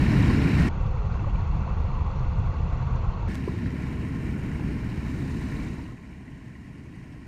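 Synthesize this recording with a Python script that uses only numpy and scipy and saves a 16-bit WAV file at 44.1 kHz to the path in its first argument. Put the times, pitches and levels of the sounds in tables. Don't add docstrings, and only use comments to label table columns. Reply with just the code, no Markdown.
import sys
import numpy as np
from scipy import signal
from scipy.fft import rfft, irfft
from scipy.io import wavfile
from scipy.ndimage import uniform_filter1d

SR = 44100
rng = np.random.default_rng(int(sys.argv[2]) if len(sys.argv) > 2 else 0)


def store_wav(level_fs):
    pcm = np.round(np.clip(np.atleast_2d(level_fs), -1, 1) * 32767)
    wavfile.write(sys.argv[1], SR, pcm.T.astype(np.int16))


N = 320607
TIME, BINS_HZ = np.arange(N) / SR, np.fft.rfftfreq(N, 1 / SR)
SLOW_FROM_S, SLOW_TO_S, SWITCH_S = 0.688, 3.283, 0.004
IN_SLOW_MOTION = (TIME >= SLOW_FROM_S) & (TIME < SLOW_TO_S)
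CLOCK = np.cumsum(np.where(IN_SLOW_MOTION, 1, 2))


def plunge(steady_s=0.15, heave_db=0.67, heave_hz=6):
    # frequency_hz, density_db
    roar_colour = [(12, -20.5), (24, -9.5), (45, -5.5), (66, 2.5), (100, -3), (135, 1), (200, -1.26),
                   (235, -3.5), (265, -2.5), (340, -10), (430, -17.5), (540, -24.5)]
    edges_hz = [10, 150, 540]
    rumble_db, boom_db = -22, -23.5
    noise = shaped(rng.standard_normal(N), colour_db(roar_colour))
    roar = np.zeros(N)
    for band, db in zip(registers(noise, edges_hz), (rumble_db, boom_db)):
        power = uniform_filter1d(band ** 2, int(steady_s * SR) + 1)
        steady = band / np.sqrt(power + 1e-6)
        roar += amp(db) * unit(steady * amp(heave_db * drift(heave_hz)))
    roar_gain, _ = flow_gains()
    return roar_gain * replay(roar)


def white_water(bubbles_db=-6.5, slosh_db=0.58, swell_db=0.16, splash_db=0.01):
    # frequency_hz, density_db
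    foam_colour = [(500, 0.5), (800, -1), (1800, -6), (3400, -15), (6000, -24), (10000, -30),
                   (14000, -35.5)]
    # centre_hz, width_hz, gain_db
    case_resonances = [(626, 39, 4), (1060, 400, 7), (1196, 270, -6), (1425, 150, 2.5), (1842, 540, 6.5),
                       (2276, 580, 7.5), (2794, 690, 5.5), (3480, 400, -7), (3930, 580, 0),
                       (4580, 250, 2.5), (5365, 800, 6), (6820, 860, 4), (7740, 440, -2.5), (8580, 1600, 5),
                       (11500, 1500, 2.5), (13200, 780, 5)]
    edges_hz = [540, 1200, 3400, 5900, 17000]
    # time_s, spray_db, fizz_db
    treble_levels = [(0, -49, -56), (3.2, -49.3, -55.6), (3.33, -49, -54), (3.65, -50.5, -55.5),
                     (4.35, -53, -54), (4.85, -50, -54.6), (5.3, -48, -50.5), (5.7, -48, -51.5),
                     (6.1, -50.5, -52)]
    gurgle_db, rush_db = -40, -37
    water = amp(bubbles_db) * bubble_cloud() + rng.standard_normal(N)
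    water *= amp(slosh_db * drift(top_hz=45) + swell_db * drift(top_hz=7.3))
    water = shaped(water, colour_db(foam_colour) + humps_db(case_resonances))
    bands = [unit(band * amp(splash_db * drift(top_hz=35))) for band in registers(water, edges_hz)]
    time_s, spray_db, fizz_db = np.transpose(treble_levels)
    levels_db = gurgle_db, rush_db, np.interp(TIME, time_s, spray_db), np.interp(TIME, time_s, fizz_db)
    _, water_gain = flow_gains()
    return water_gain * sum(amp(db) * replay(band) for band, db in zip(bands, levels_db))


def bubble_cloud(per_s=7000, sizes=56, nearness_db=4.0, clump_db=2.8, ring_cycles=39, tilt=0.27):
    cloud = np.zeros(N)
    candidates = 4000
    for hz in np.geomspace(500, 15000, sizes):
        starts = rng.integers(0, N, candidates)
        born = rng.random(candidates) < per_s * N / SR / sizes / candidates
        nearness = np.minimum(rng.exponential(1, candidates), 4.5)
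        clumps = np.interp(starts, np.linspace(0, N, 150), rng.standard_normal(150))
        strength = amp(nearness_db * nearness + clump_db * clumps) * born
        pulses = np.bincount(starts, strength * rng.choice([-1, 1], candidates), N)
        bubble = ring(hz, ring_cycles / hz, glide=0.06, soft_cycles=0.59)
        cloud += hz ** tilt * unit(signal.oaconvolve(pulses, bubble)[:N])
    return unit(cloud)


def flow_gains():
    # roar_db, white_water_db
    stretch_levels = [(-0.13, -0.5), (-5.5, -6), (-10, -11), (-22, -21)]
    # centre_s, length_s, roar_db, white_water_db
    surges = [(0.214, 0.098, 2, 0.5), (0.608, 0.072, 1.5, 2), (1.363, 0.069, 4.5, -0.5),
              (1.557, .08, 2.5, .5), (2.368, 0.095, 2, -.5), (3.32, .1, 1, 2.1), (3.667, 0.064, 4, -0.5),
              (4.29, 0.072, 2.5, 0.5), (4.7, .14, 2, .3)]
    thinning = np.interp(TIME, [5.61, 5.963], [0, 1])
    gains = []
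    for layer, (opening, slow, resumed, thin) in enumerate(amp(stretch_levels).T):
        stepped = np.select([TIME < SLOW_FROM_S, IN_SLOW_MOTION], [opening, slow], resumed)
        stepped = uniform_filter1d(stepped, int(SWITCH_S * SR))
        faded = stepped + (thin - stepped) * thinning
        surge_db = sum(db[layer] * np.exp(-(2 * (TIME - centre_s) / length_s) ** 2)
                       for centre_s, length_s, *db in surges)
        gains.append(faded * amp(surge_db))
    return gains


def case_turning(water):
    # time_s, tipped_down_share, over_pool_share
    poses = [(3.3, 0.77, 0), (3.6, 0.77, 0.2), (4.8, 0.27, 0.023), (5.2, 1, 0), (5.65, 1, 0.31),
             (6.0, 0.7, 0.86), (7.27, 0, 1)]
    # centre_hz, width_hz, gain_db
    tipped_down = [(730, 870, 0), (1090, 83, 2), (3940, 700, 3), (5300, 1300, -3.5), (6100, 630, 3.5),
                   (7450, 620, 4), (11400, 2800, -3.5)]
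    # centre_hz, width_hz, gain_db
    over_pool = [(1050, 110, 3.5), (1300, 550, -3.5), (1940, 280, 3), (2240, 220, -1), (3900, 600, -1.5),
                 (12500, 4000, -4)]
    time_s, *shares = np.transpose(poses)
    heard = water.copy()
    for share, colour in zip(shares, (tipped_down, over_pool)):
        coloured = shaped(water, humps_db(colour))
        heard += np.interp(TIME, time_s, share) * (coloured - water)
    return heard


def plops():
    # start_s, pitch_hz, peak_db, t60_s
    near_bubbles = [(1.156, 2150, -33.5, 0.012), (1.222, 620, -34, 0.04), (1.244, 2210, -30, 0.016),
                    (1.268, 1100, -34, 0.035), (1.356, 4651, -43, 0.017), (1.677, 1990, -30.5, 0.022),
                    (3.66, 1760, -35, 0.016), (3.707, 1960, -38, .016), (4.598, 850, -37, .025),
                    (6.279, 1990, -44, 0.032), (6.553, 1880, -43.5, 0.026), (7.031, 2067, -50, .025)]
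    track = np.zeros(N)
    for start_s, hz, db, t60_s in near_bubbles:
        add(track, start_s, amp(db) * ring(hz, t60_s, glide=0.061, soft_cycles=0.49))
    return replay(track)


def handling(dull_hz=5200):
    # start_s, level_db, t60_s
    case_ticks = [(3.345, -37.5, .045), (3.354, -29, 0.012)]
    # start_s, pitch_hz, peak_db, t60_s
    case_knocks = [(3.4763, 377, -20, 0.025), (3.483, 1030, -34, 0.02), (3.493, 185, -21, 0.027)]
    ticks, knocks = np.zeros(N), np.zeros(N)
    t = np.arange(SR // 20) / SR
    for start_s, db, t60_s in case_ticks:
        add(ticks, start_s, amp(db) * rng.standard_normal(len(t)) * np.exp(-np.log(1000) * t / t60_s))
    for start_s, hz, db, t60_s in case_knocks:
        add(knocks, start_s, amp(db) * ring(hz, t60_s, glide=0, soft_cycles=0.91))
    wall_db = -20 * np.log10(1 + (BINS_HZ / dull_hz) ** 2)
    return replay(shaped(ticks, wall_db) + knocks)


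def ring(hz, t60_s, glide, soft_cycles):
    t = np.arange(int(t60_s * SR) + 2) / SR
    envelope = (1 - np.exp(-t * hz / soft_cycles)) * np.exp(-np.log(1000) * t / t60_s)
    phase = 2 * np.pi * hz * t * (1 + glide * t / (2 * t60_s))
    return envelope / envelope.max() * np.sin(phase)


def replay(x):
    return signal.resample(x, 2 * N)[CLOCK]


def add(track, start_s, sound):
    start = CLOCK[int(np.clip(start_s * SR, 0, N - 1))] // 2
    span = track[start:start + len(sound)]
    span += sound[:len(span)]


def registers(x, edges_hz):
    lowpasses = [0.5 - 0.5 * np.tanh(30 * np.log((BINS_HZ + 1) / hz)) for hz in edges_hz]
    spectrum = rfft(x)
    return [unit(irfft(spectrum * bandpass, N)) for bandpass in np.diff(lowpasses, axis=0)]


def drift(top_hz):
    return unit(irfft(rfft(rng.standard_normal(N)) / (1 + (BINS_HZ / top_hz) ** 2), N))


def colour_db(points):
    hz, db = np.transpose(points)
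    return np.interp(np.log(BINS_HZ + 1), np.log(hz), db)


def humps_db(resonances):
    return sum(db / (1 + (2 * (BINS_HZ - hz) / width_hz) ** 2) ** 2 for hz, width_hz, db in resonances)


def shaped(x, db):
    return irfft(rfft(x) * amp(db), N)


def amp(db):
    return 10 ** (np.asarray(db) / 20)


def unit(x):
    return x / np.sqrt(np.mean(x ** 2) + 1e-20)


def scene():
    return (plunge() + case_turning(white_water()) + plops() + handling())[None]


def record(dry):
    cutoff_hz = 14950
    lowpasses = [signal.firwin(401, hz, window=("kaiser", 9), fs=SR) for hz in (cutoff_hz, cutoff_hz / 2)]
    full, slow = (signal.oaconvolve(dry, taps[None], "same") for taps in lowpasses)
    slow_share = uniform_filter1d(IN_SLOW_MOTION.astype(float), int(SWITCH_S * SR))
    return full + slow_share * (slow - full)


dry = scene()
out = record(dry)
store_wav(out)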